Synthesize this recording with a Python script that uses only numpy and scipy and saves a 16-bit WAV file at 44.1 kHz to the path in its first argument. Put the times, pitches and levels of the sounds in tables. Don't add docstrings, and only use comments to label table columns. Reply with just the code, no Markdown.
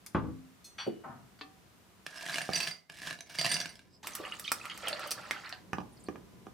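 import sys
import numpy as np
from scipy import signal
from scipy.fft import rfft, irfft, next_fast_len
from scipy.io import wavfile
from scipy.ndimage import map_coordinates

SR = 44100
rng = np.random.default_rng(int(sys.argv[2]) if len(sys.argv) > 2 else 0)


def bounce(signal):
    frames = np.transpose(np.atleast_2d(signal))
    limited = np.clip(frames, -1, 1)
    pcm = np.round(limited * 32767).astype(np.int16)
    wavfile.write(sys.argv[1], SR, pcm)


N = 287973
T = np.arange(SR * 3 // 4) / SR
TOP_HZ = 16300
POUR_START_S, POUR_END_S = 4.028, 5.52


def amp(db):
    return 10 ** (np.asarray(db) / 20)


def unit(x):
    return x / np.sqrt(np.mean(x ** 2) + 1e-20)


def along(points, hz):
    point_hz, values = np.transpose(points)
    return np.interp(np.log(hz + 1), np.log(point_hz + 1), values)


def fade(t60, t=T):
    return np.exp(-np.log(1000) * t / np.maximum(t60, 1e-4))


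def add(track, s, sound):
    part = track[round(s * SR):][:len(sound)]
    part += sound[:len(part)]


def filtered(x, response):
    size = next_fast_len(x.shape[-1] + SR // 2)
    hz = np.fft.rfftfreq(size, 1 / SR)
    return irfft(rfft(x, size) * response(hz), size)[..., :x.shape[-1]]


def colour(x, points, size=4096):
    gains = amp(along(points, np.fft.rfftfreq(size, 1 / SR)))
    cepstrum = irfft(np.log(np.maximum(gains, 1e-5)))
    cepstrum[1:size // 2] *= 2
    cepstrum[size // 2 + 1:] = 0
    pulse = irfft(np.exp(rfft(cepstrum)))
    return signal.oaconvolve(x, pulse / np.linalg.norm(pulse))[:len(x)]


def burst(t60):
    shape = fade(t60)
    noise = rng.standard_normal(len(T)) * shape
    return noise * np.linalg.norm(shape) / np.linalg.norm(noise)


def ring(modes, vary_db, attack=0.000079):
    tones = np.zeros(len(T))
    for hz, db, t60 in modes:
        luck, sign = rng.standard_normal(2)
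        strength = amp(db + vary_db * luck) * np.sign(sign)
        tones += strength * fade(t60) * np.sin(2 * np.pi * hz * T)
    return tones * (1 - np.exp(-T / attack))


def cube(hz, t60):
    low = np.sin(2 * np.pi * hz * T) * fade(t60)
    high = np.sin(2 * np.pi * hz * 1.51 * T) * fade(t60 / 1.51)
    return low + 0.25 * high


def bubble(hz, t60, t, rise):
    climb = 1 + rise * np.minimum(t / t60, 1)
    onset = 1 - np.exp(-t * hz / 2)
    return np.sin(2 * np.pi * hz * t * climb) * fade(t60, t) * onset


def cloud(times, pitch_hz, spread, t60, rise, size_db=4.8):
    out = np.zeros(N)
    middles = pitch_hz * np.ones(len(times))
    chances = np.clip(rng.standard_normal((len(times), 2)), -2, 2)
    for s, middle, (pitch, size) in zip(times, middles, chances):
        hz = min(middle * np.exp(spread * pitch), TOP_HZ)
        life = t60 * np.sqrt(1900 / hz)
        level = amp(size_db * size - 2 * pitch ** 2)
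        add(out, s, level * bubble(hz, life, T[:int(life * SR) + 2], rise))
    return out / np.linalg.norm(out)


def grains(rate, spread_db):
    sizes = amp(spread_db * np.clip(rng.standard_normal(N), -2, 2)) * rng.choice([-1, 1], N)
    return unit(sizes * (rng.random(N) < rate / SR))


def wobble(rate_hz):
    return map_coordinates(rng.standard_normal(512), [np.arange(N) * rate_hz / SR], mode="wrap")


def low_cut(x, hz, order=2):
    return signal.sosfilt(signal.butter(order, hz, "high", fs=SR, output="sos"), x)


def stereo(mid, side, side_db):
    return np.array([mid + amp(side_db) * side, mid - amp(side_db) * side])


# frequency in Hz, time to fade by 60 dB in seconds.
KITCHEN_DECAY = [(120, 0.54), (500, 0.42), (2000, 0.2), (6000, 0.25), (14000, 0.21)]


def kitchen(x, wet_db, pan_db, early_db):
    hz, t, z = signal.stft(rng.standard_normal((2, len(T))), SR, nperseg=256)
    decaying = z * fade(along(KITCHEN_DECAY, hz)[:, None], t)
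    tail = signal.istft(decaying, SR, nperseg=256)[1][:, :len(T)]
    tail *= 1 - fade(0.066)
    early = rng.standard_normal((2, len(T))) * fade(0.095) * (T > .0012)
    tail /= np.linalg.norm(tail, axis=1, keepdims=True)
    early /= np.linalg.norm(early, axis=1, keepdims=True)
    mid, side = amp(wet_db) * tail + amp(early_db) * early
    echo = signal.oaconvolve(x[None], stereo(mid, side, side_db=-2), axes=1)[:, :N]
    return (x + echo) * amp([[pan_db / 2], [-pan_db / 2]])


# frequency in Hz, strength in dB per Hz (relative).
HUM_SPECTRUM = [(15, -42), (25, -23), (59, -4), (132, 0), (157, -11), (175, 3), (217, -2.5), (249, -5.5),
                (361, -6), (898, -21), (1000, -12), (1300, -57), (2200, -120)]
# frequency in Hz, strength in dB per Hz (relative).
HISS_SPECTRUM = [(410, -22), (700, -4), (900, -8.5), (1190, -5), (1650, -8), (1790, -8.5), (15200, -20.5),
                 (16500, -52)]
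# start in seconds, hum level in dB, hiss level in dB (both for the part shared by left and right).
TONE_STRETCHES = [(0, -65, -67.5), (2.059, -78.5, -78), (2.897, -65, -76), (4.031, -61.5, -66),
                  (5.6, -58, -67)]


def room_tone():
    def wide_noise(spectrum, side_db):
        mid = unit(colour(rng.standard_normal(N), spectrum))
        side = unit(colour(rng.standard_normal(N), spectrum))
        return stereo(mid, side, side_db)

    starts, hum_db, hiss_db = np.transpose(TONE_STRETCHES)
    now = np.searchsorted(starts[1:], np.arange(N) / SR)
    hum = amp(hum_db[now]) * wide_noise(HUM_SPECTRUM, side_db=-4.5)
    hiss = amp(hiss_db[now]) * wide_noise(HISS_SPECTRUM, side_db=-1.0)
    return hum + hiss


# start in seconds, level in dB, hardness from 0 to 1.
DOOR_HITS = [(0.147, -23, 0.96), (0.157, -31, 0.75), (0.236, -28, 0.14), (0.284, -33.5, 0.13)]
# frequency in Hz, strength in dB per Hz (relative).
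DOOR_SLAP_SPECTRUM = [(29, -47), (50, -25), (285, -6), (575, -14.5), (667, -17.5), (1180, -12),
                      (1320, -16.5), (1530, -19), (2010, -29.5), (2190, -29.5), (8000, -65), (10400, -90),
                      (17600, -120)]
# frequency in Hz, relative level in dB, time to fade by 60 dB in seconds.
DOOR_PANEL = [(72, -4, 0.25), (112, -1.5, 0.31), (137, 5, 0.11), (162, 4, 0.15), (201, 2, 0.12),
              (261, 0, 0.52), (313.6, -1, 0.19), (486, -1.5, 0.077), (875, -22, 0.32), (1220, -27, 0.23)]


def door():
    out = np.zeros(N)
    for s, db, hardness in DOOR_HITS:
        slap = hardness * colour(burst(0.15), DOOR_SLAP_SPECTRUM)
        boom = amp(-10.0) * ring(DOOR_PANEL, vary_db=1.0, attack=0.0037)
        add(out, s, amp(db) * (slap + boom))
    return kitchen(out, wet_db=-11.0, pan_db=1.0, early_db=-8.5)


# start in seconds, level in dB, low edge in Hz, high edge in Hz,
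# time to fade by 60 dB in seconds.
FAR_KNOCKS = [(0.063, -39, 1220, 11000, 0.017), (0.643, -57, 4170, 11000, 0.17),
              (0.784, -44.5, 920, 2740, 0.33), (0.865, -35, 147, 660, 0.032), (0.872, -25, 257, 358, 0.052),
              (1.037, -47, 710, 1300, 0.46), (1.084, -59.5, 1300, 1360, 0.51), (1.05, -56, 123, 287, 1),
              (1.39, -53.5, 910, 4840, 0.023), (1.411, -40.5, 392, 4000, 0.035)]


def cupboard():
    out = np.zeros(N)
    for s, db, low_hz, high_hz, t60 in FAR_KNOCKS:
        below = [(low_hz / 8, -50), (low_hz / 2, -16), (low_hz, 0)]
        above = [(high_hz, -2), (high_hz * 2, -26), (high_hz * 4, -60)]
        knock = colour(burst(t60), below + above)
        knock *= np.linalg.norm(fade(t60)) / np.linalg.norm(knock)
        add(out, s, amp(db) * knock)
    return kitchen(out, wet_db=-9.5, pan_db=1.5, early_db=-0.5)


# frequency in Hz, relative level in dB, time to fade by 60 dB in seconds.
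SMALL_DISH_MODES = [(2560, -16, .2), (3480, -8, .15), (4269, 0, .17), (5350, -7, .12), (6002, -4, .19),
                    (6551, -8, .2), (8156, -8, .16), (10440, -13, .2), (12900, -18, .16)]
LARGE_DISH_MODES = [(1320, -7, .2), (1604, -4, .16), (2159, -9, .24), (2579, -7, .24), (2950, -10, .62),
                    (3120, -6, .22), (3165, -6, .25), (3390, -3, .15), (3510, -5, .14), (4253, -7, .2),
                    (4440, -7, .15), (4497, -3, .22), (4650, -5, .17), (5755, -10, .16), (6030, -7, .12),
                    (7413, -20, .2), (8382, -18, .25), (11050, -21, .22)]
JAR_MODES = [(291.5, -2, 0.15), (437, -10.5, 0.27), (766, -9, 0.42), (1155, 8.5, 0.035), (1780, -6.5, 0.19),
             (2620, -7.5, 0.17), (3250, -3, 0.045)]
# start in seconds, level in dB.
LARGE_DISH_HITS = [(0.782, -44), (0.799, -42.5), (0.811, -56.5)]


def dishes():
    out = np.zeros(N)
    add(out, 0.642, amp(-45) * ring(SMALL_DISH_MODES, vary_db=1, attack=.01))
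    for s, db in LARGE_DISH_HITS:
        add(out, s, amp(db) * ring(LARGE_DISH_MODES, vary_db=2, attack=.002))
    add(out, 1.411, amp(-45) * ring(JAR_MODES, vary_db=1, attack=.001))
    return kitchen(out, wet_db=-9, pan_db=1, early_db=-12)


# start in seconds, length in seconds, first pitch in Hz,
# last pitch in Hz, level in dB.
SQUEAK_GLIDES = [(5.917, 0.031, 9550, 9000, -64.5), (5.967, 0.014, 4930, 4350, -58.5),
                 (5.989, 0.029, 10040, 5900, -61), (6.036, 0.0106, 10040, 7700, -51.5),
                 (6.055, 0.029, 4660, 4050, -57)]


def squeaks():
    out = np.zeros(N)
    for s, length, start_hz, end_hz, db in SQUEAK_GLIDES:
        glide = np.linspace(start_hz, end_hz, int(length * SR))
        glide *= 1 + .05 * wobble(1100)[:len(glide)]
        tone = np.sin(2 * np.pi * np.cumsum(glide) / SR)
        add(out, s, amp(db) * np.hanning(len(glide)) * tone)
    return kitchen(out, wet_db=-9, pan_db=-3, early_db=-5)


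# start in seconds, relative level in dB, hardness from 0 to 1, pitch of the thud in Hz.
MUG_BLOWS = [(2.491, -23.5, 0.05, 690), (5.732, -20, 0.56, 1740), (5.7841, -22.5, 0.08, 840),
             (5.804, -37, 0.56, 900), (5.814, -38.5, 0.4, 690), (6.086, -25.5, 0.29, 361),
             (6.158, -36.5, 0.4, 790), (6.468, -33, 0.18, 363)]
# frequency in Hz, relative level in dB, time to fade by 60 dB in seconds.
SAUCER_MODES = [(144, -8.5, 0.044), (192, -1.5, 0.033), (337, -2, 0.015), (550, -4, 0.0051),
                (787, -3, 0.023), (1050, 1, 0.012), (1210, -2, 0.028), (1630, -3, 0.021), (2440, -4, 0.013),
                (2860, 2, 0.0062), (5000, -9, 0.013), (5900, -7, 0.018)]


def blows():
    tick_spectrum = [(40, -20), (150, 3), (480, -5), (800, 1), (1700, 3), (2200, -12), (3100, -8),
                     (4200, -20), (6000, -15), (15000, -30)]
    out = np.zeros(N)
    for s, db, hardness, hz in MUG_BLOWS:
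        loss_db = 6 * (1 - hardness)
        modes = [(note, level - loss_db * np.log2(max(note / 500, 1)), t60)
                 for note, level, t60 in SAUCER_MODES]
        tick = hardness * colour(burst(0.025), tick_spectrum)
        thud = np.sin(2 * np.pi * hz * T) * fade(8 / hz)
        blow = ring(modes, vary_db=-1.0) + amp(-5.5) * tick + amp(5.5) * thud
        add(out, s, amp(db - 5.5) * blow)
    return kitchen(low_cut(out, hz=107), wet_db=-12.0, pan_db=-4.0, early_db=-6.0)


# start in seconds, length in seconds, level in dB, pitch in Hz.
SCOOP_SCRAPES = [(2.052, 0.29, -55.5, 1710), (2.138, 0.066, -52, 5300), (3.015, 0.12, -49, 1760),
                 (3.886, .11, -67, 5080)]


def scrapes():
    out = np.zeros(N)
    for s, length, db, hz in SCOOP_SCRAPES:
        swell = np.hanning(int(length * SR))
        slips = signal.oaconvolve(grains(rate=1200, spread_db=4)[:SR // 2], cube(hz, t60=.012))
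        add(out, s, amp(db) * swell * unit(slips[:len(swell)]))
    return kitchen(out, wet_db=-16, pan_db=-4.0, early_db=-4.5)


SWELL_DB = 17


def tilt(s, swell, hold, db, settle_db_per_s):
    t = np.arange(N) / SR - s
    still_to_grow = SWELL_DB * np.clip(1 - t / swell, 0, 1)
    settled = settle_db_per_s * np.maximum(t - swell - hold, 0)
    return (t > 0) * amp(db - still_to_grow - settled)


# start in seconds, swell in seconds, hold in seconds, relative level in dB,
# settling in dB per second, share that spills into the mug from 0 to 1.
SCOOP_TILTS = [(2.059, 0.26, 0.065, -40.5, 88.5, 0), (2.464, 0.082, 0.13, -37.5, 252, 0.8),
               (2.895, 0.17, 0.039, -43.5, 250, 0.13), (3.261, 0.14, 0.14, -39, 96, 0.7)]
# start in seconds, relative level in dB, the cube's own note in Hz.
CUBE_CLACKS = [(2.065, -24, 1770), (2.143, -37.5, 1800), (2.192, -42, 1670), (2.1964, -38, 1670),
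               (2.2094, -32, 1640), (2.255, -31, 1540), (2.2634, -24.5, 1880), (2.2866, -28.5, 1630),
               (2.296, -24, 1680), (2.3285, -30, 1630), (2.343, -20.5, 2200), (2.358, -19.5, 2890),
               (2.3834, -17.5, 1700), (2.389, -27, 2700), (2.4161, -23, 1750), (2.5339, -19.5, 4720),
               (2.5625, -17.5, 5920), (2.574, -23, 4800), (2.6023, -20.5, 2740), (2.6095, -21, 2585),
               (2.6731, -22, 3150), (2.712, -32, 2080), (2.8984, -32, 1690), (3.0182, -30, 1720),
               (3.072, -24.5, 1590), (3.109, -24.5, 1730), (3.128, -29.5, 1710), (3.189, -38.5, 3920),
               (3.207, -29, 6170), (3.297, -34.5, 2870), (3.352, -32.5, 1710), (3.386, -20, 2146),
               (3.394, -20.5, 4480), (3.413, -16.5, 4740), (3.4464, -15, 2700), (3.455, -15.5, 2940),
               (3.463, -14.5, 1890), (3.47, -28, 2870), (3.517, -22, 2030), (3.524, -21, 3670),
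               (3.5352, -20, 4940), (3.542, -16, 5880), (3.557, -27, 1710), (3.566, -22, 2810),
               (3.602, -20, 4620), (3.6133, -21, 1680), (3.6574, -25.5, 1590), (3.664, -36, 1680),
               (3.755, -38.5, 5160), (3.7925, -41, 1590)]
# frequency in Hz, strength in dB per Hz (relative).
ICE_SPECTRUM = [(40, -68), (100, -5.5), (160, 1.5), (420, -14), (660, -18.5), (1050, -7), (1700, -14),
                (2800, -6.5), (3600, -4), (5200, -3.5), (6800, -8), (9400, -8.5), (14000, -20.5),
                (16000, -34)]
# frequency in Hz, width in Hz, boost in dB.
SCOOP_HOLLOW = [(165, 50, -8), (662, 55, 21), (1700, 140, 13.5), (2270, 130, 6), (2780, 130, 5)]
# frequency in Hz, strength in dB per Hz (relative).
SKATE_SPECTRUM = [(300, -2), (1500, 3), (3000, -0.5), (5500, 4), (7000, -10), (9000, -9), (12000, -15),
                  (16000, -15)]


def hollow(hz):
    response = 1
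    for centre, width, db in SCOOP_HOLLOW:
        damping = 1j * hz * width
        response = response + amp(db) * damping / (centre * centre - hz * hz + damping)
    return response


def scoop(count=1000):
    contacts, notes, slide, spill = np.zeros((4, N))
    for s, db, hz in CUBE_CLACKS:
        add(contacts, s, amp(db - 10.0) * colour(burst(0.016), [(3000, -0.5), (9000, -4)]))
        add(notes, s, amp(db - 8) * cube(hz, t60=.024))
    for *motion, share in SCOOP_TILTS:
        speed = tilt(*motion)
        slide += speed * np.sqrt(1 - share)
        spill += speed * np.sqrt(share)
    jerks = amp(2.6 * wobble(90))
    contacts += amp(-6) * slide * jerks * grains(rate=600, spread_db=5)

    start, end = SCOOP_TILTS[0][0], POUR_START_S
    taps = cloud(rng.uniform(start, end, count), pitch_hz=2100, spread=.55, t60=.009, rise=0)
    jostle = amp(-11) * slide * jerks * taps * np.sqrt((end - start) * SR)

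    clatter = unit(signal.oaconvolve(grains(rate=100, spread_db=3), burst(.006))[:N])
    skating = amp(-10.5) * spill * jerks * grains(rate=1800, spread_db=4.0)
    skate = colour(skating + amp(-13.5) * (slide + spill) * clatter, SKATE_SPECTRUM)

    in_scoop = amp(-2.5) * filtered(colour(contacts, ICE_SPECTRUM) + jostle, hollow)
    rattle = low_cut(notes + skate + in_scoop, hz=125, order=4)
    return kitchen(rattle, wet_db=-10, pan_db=-2.5, early_db=-8)


# start in seconds, relative level in dB, place from 0 at the wall
# to 1 at the base, favoured note in Hz.
MUG_STRIKES = [(2.33, -53.5, 0.15, 4590), (2.416, -49, 1, 9350), (2.531, -49, 1, 4700),
               (2.544, -43.5, .6, 4700), (2.555, -39, 0, 5850), (2.575, -45, 0, 8100),
               (2.602, -41.5, 0, 2620), (2.626, -45, 0, 4500), (2.673, -44.5, 1, 3200),
               (2.711, -53.5, 1, 4800), (3.386, -41, 0.81, 4590), (3.393, -41.5, 0.66, 5850),
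               (3.414, -48, 0.3, 8100), (3.443, -46, 0.88, 4700), (3.492, -42.5, 0.67, 9040),
               (3.5, -45, 0.46, 4590), (3.515, -34, 0.45, 8950), (3.543, -44, 1, 4860),
               (3.601, -46, 0.75, 5850), (3.692, -55, 0.34, 9300)]
# frequency in Hz, relative level in dB when struck on the wall,
# relative level in dB when struck on the base, time to fade by 60 dB in seconds.
MUG_MODES = [(2013, -16, -9, .42), (2110, -16, -8, .42), (2622, -8, -20, .2), (2885, -18, -9, .2),
             (2998, -11, -20, .25), (4130, -15, -18, .2), (4590, -1, -10, .24), (4759, -9, -2, .17),
             (5815, -10, -16, .12), (5862, -5, -10, .15), (6950, -19, -22, .15), (8080, -12, -24, .2),
             (8181, -13, -21, .2), (8705, -20, -12, .15), (9044, -17, -9, .15), (9595, -11, -27, .28),
             (12490, -24, -28, .25), (13470, -19, -30, .22), (14410, -25, -30, .22)]
FAVOUR_DB, FAVOUR_OCTAVES = 10.5, 0.15
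FLASH_DB, FLASH_T60_S = 9, .08
GLASS_DB, GLASS_BLUR_HZ = -2, 8.9


def mug():
    chink_spectrum = [(200, -22), (1500, -3), (3000, 6), (5500, 5), (7200, -10), (9000, -7),
                      (15000, -26)]
    out, energy = np.zeros(N), np.zeros((len(MUG_MODES), N))
    onset = (1 + amp(FLASH_DB) * fade(FLASH_T60_S)) * (1 - fade(.012))
    for s, db, place, note_hz in MUG_STRIKES:
        for track, (hz, wall, base, t60) in zip(energy, MUG_MODES):
            favour = FAVOUR_DB * np.exp(-(np.log2(hz / note_hz) / FAVOUR_OCTAVES) ** 2)
            level = db + wall + place * (base - wall) + favour + rng.standard_normal()
            add(track, s, (amp(level) * onset * fade(t60)) ** 2)
        add(out, s, amp(db) * colour(burst(0.035), chink_spectrum))
    for track, (hz, *_) in zip(energy, MUG_MODES):
        drift = rng.standard_normal(N) * np.sqrt(2 * np.pi * GLASS_BLUR_HZ / SR)
        phase = np.cumsum(2 * np.pi * hz / SR + drift)
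        out += amp(GLASS_DB) * np.sqrt(track) * np.sin(phase)
    return kitchen(out, wet_db=-11, pan_db=-4.5, early_db=-14)


# start in seconds, relative level in dB, pitch of the snap in Hz,
# relative treble in dB.
ICE_CRACKS = [(4.032, -36, 2900, -6), (4.071, -25.5, 2400, 8), (4.152, -27.5, 4660, 12.5),
              (4.3963, -35.5, 2300, 16), (4.518, -11, 1390, 3.5), (4.655, -25, 2600, -3.5),
              (4.776, -30.5, 1470, 4), (4.883, -17, 2800, 0.5), (4.994, -26.5, 1660, -2.5),
              (5.073, -39.5, 3010, 13), (5.108, -25, 5500, 10), (5.115, -16.5, 4670, 0),
              (5.119, -17, 5900, 0.5), (5.3101, -10, 2120, -12), (5.493, -31.5, 5500, -0.5)]
# frequency in Hz, strength in dB per Hz (relative).
SPIT_SPECTRUM = [(60, -34), (300, -12), (1500, -3), (4000, -5), (5800, -2), (6600, -7), (8500, -1),
                 (11000, -8), (14000, -9), (16000, -17)]
# frequency in Hz, relative level in dB, time to fade by 60 dB in seconds.
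FILLED_MUG_MODES = [(1270, -7, .06), (5870, -3, .07), (8000, -1, .05), (8570, -1, .05), (9010, 1, .07)]
# start in seconds, level in dB.
WALL_BUMPS = [(4.9295, -27), (4.968, -48), (5.04, -36), (5.526, -37.5)]
# frequency in Hz, relative level in dB, time to fade by 60 dB in seconds.
WALL_BUMP_MODES = [(1730, 0.5, 0.013), (2780, 0.5, 0.011), (3470, -5, 0.0084), (4320, 3, 0.0087),
                   (4660, -2, 0.017)]


def cracks():
    out = np.zeros(N)
    for s, db, hz, treble_db in ICE_CRACKS:
        tilt_db = 0.61 * max(treble_db, 0)
        spectrum = [(f, level + tilt_db * np.log2(max(f / 7000, 1))) for f, level in SPIT_SPECTRUM]
        spit = colour(burst(0.025), spectrum)
        glass = amp(-15) * ring(FILLED_MUG_MODES, vary_db=2)
        snap = cube(hz, t60=0.0058)
        add(out, s, amp(db - 4.5) * (snap + amp(treble_db - 10.5) * (spit + glass)))
    for s, db in WALL_BUMPS:
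        add(out, s, amp(db) * ring(WALL_BUMP_MODES, vary_db=3))
    return kitchen(low_cut(out, hz=171), wet_db=-13.5, pan_db=-1.5, early_db=-5.5)


AIR_HZ, AIR_RISE_OCTAVES_PER_S, AIR_WIDTH_HZ = 1110, 0.33, 103


def air_column(x, count=9):
    knots = np.linspace(POUR_START_S, POUR_END_S, count)
    out = np.zeros(N)
    for s, corner in zip(knots, np.eye(count)):
        hz = AIR_HZ * 2 ** (AIR_RISE_OCTAVES_PER_S * (s - POUR_START_S))
        share = np.interp(np.arange(N) / SR, knots, corner)
        out += signal.lfilter(*signal.iirpeak(hz, hz / AIR_WIDTH_HZ, SR), x * share)
    return x + amp(2.5) * out


# frequency in Hz, strength in dB per Hz (relative).
SPLASH_SPECTRUM = [(60, -51), (170, 11), (400, 5), (800, -9), (1500, -4.5), (2800, -6), (4600, 6),
                   (6600, -12.5), (16000, -42)]
# time in
# seconds, change in dB.
STREAM_FLOW = [(4.03, 0.5), (4.32, 1.5), (4.41, -8), (4.62, 0), (4.78, -2.5), (4.92, 2), (5.06, 2),
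               (5.16, -0.5), (5.52, -3)]
# start in seconds, relative level in dB,
# middle pitch in Hz, time over which the bubbles start in seconds.
STREAM_GULPS = [(4.189, -43.5, 695, 0.091), (4.234, -40, 1870, 0.04), (4.323, -43.5, 1980, 0.03),
                (4.441, -38, 3800, 0.052), (4.638, -40, 1460, 0.03), (4.697, -36.5, 2870, 0.022),
                (4.82, -38.5, 1870, 0.06), (4.871, -38.5, 2130, 0.042), (4.962, -41.5, 1750, 0.098),
                (5.17, -41, 894, 0.03), (5.228, -47, 1710, .06), (5.313, -41.5, 1820, 0.07),
                (5.435, -40.5, 1680, 0.049), (5.495, -46.5, 1610, 0.046)]
# start in seconds, relative level in dB, starting pitch in Hz,
# time to fade by 60 dB in seconds.
SINGLE_BUBBLES = [(4.135, -37, 6030, 0.011), (4.199, -21, 371, 0.018), (4.237, -31, 527, 0.015),
                  (4.251, -27, 2760, 0.0091), (4.322, -25, 2800, 0.013), (4.449, -31, 3030, 0.017),
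                  (4.479, -25.5, 2350, 0.015), (4.478, -22.5, 3560, 0.0089), (4.613, -36, 2520, 0.021),
                  (4.698, -32, 3110, 0.012), (4.717, -28.5, 3100, 0.0078), (4.873, -18.5, 3090, 0.0072),
                  (5.06, -29.5, 1170, 0.018), (5.062, -37.5, 563, 0.047), (5.179, -32.5, 1600, 0.018),
                  (5.37, -43, 777, 0.065), (5.46, -38.5, 4200, .014), (5.525, -36.5, 704, 0.042)]
POUR_RISE_S, POUR_STOP_S = 0.0044, .13
POUR_DB, SURGE_DB, SURGE_HZ = -54, 2, 16
SPRAY_DB, SPRAY_FALL_DB_PER_S = -58, 7.5
POOL_S, GURGLE_DB, GURGLE_FALL_DB_PER_S = 4.82, -48.5, 34
GURGLE_HZ, GURGLE_RISE_OCTAVES_PER_S = 599, 0.8


def water(count=2300, gurgle_count=320, gulp_count=60, drop_count=1800):
    clock = np.arange(N) / SR
    t = clock - POUR_START_S
    end = POUR_END_S + POUR_STOP_S
    running = end - POUR_START_S
    opening = np.clip(t / POUR_RISE_S, 0, 1)
    closing = np.clip((running - t) / POUR_STOP_S, 0, 1)
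    flow = opening * closing * amp(SURGE_DB * wobble(SURGE_HZ))

    swarm = cloud(rng.uniform(POUR_START_S, end, count), pitch_hz=1820, spread=0.692, t60=0.01, rise=0.025)
    swarm *= np.sqrt(running * SR)
    splash = amp(-6) * colour(grains(rate=4000, spread_db=4), SPLASH_SPECTRUM)
    bubbling = amp(POUR_DB + np.interp(clock, *np.transpose(STREAM_FLOW))) * (swarm + splash)

    born = rng.uniform(POOL_S, end, gurgle_count)
    gurgle_hz = GURGLE_HZ * 2 ** (GURGLE_RISE_OCTAVES_PER_S * (born - POOL_S))
    gurgle = cloud(born, gurgle_hz, spread=.24, t60=0.026, rise=.04) * np.sqrt((end - POOL_S) * SR)
    gurgle *= amp(GURGLE_DB - GURGLE_FALL_DB_PER_S * np.maximum(clock - POOL_S, 0))

    drops = rng.uniform(POUR_START_S, end, drop_count)
    mist = cloud(drops, pitch_hz=7400, spread=.38, t60=.007, rise=.04, size_db=6) * np.sqrt(running * SR)
    spray = amp(SPRAY_DB - SPRAY_FALL_DB_PER_S * t) * mist

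    out = flow * (bubbling + gurgle + spray)
    for s, db, hz, length in STREAM_GULPS:
        churn = cloud(s + length * rng.random(gulp_count), hz, spread=0.408, t60=0.011, rise=0.031)
        out += amp(db - 9.0) * np.sqrt(length * SR) * churn
    out = air_column(out)
    for s, db, hz, t60 in SINGLE_BUBBLES:
        add(out, s, amp(db + 3) * bubble(hz, t60, T, rise=0.061))
    return kitchen(out, wet_db=-14.5, pan_db=-2.0, early_db=-5.5)


def scene():
    background = room_tone() + door() + cupboard() + dishes()
    coffee = squeaks() + blows()
    ice = scrapes() + scoop() + mug() + cracks()
    return background + coffee + ice + water()


def record(dry):
    return filtered(dry, lambda hz: hz < TOP_HZ)


dry = scene()
out = record(dry)
bounce(out)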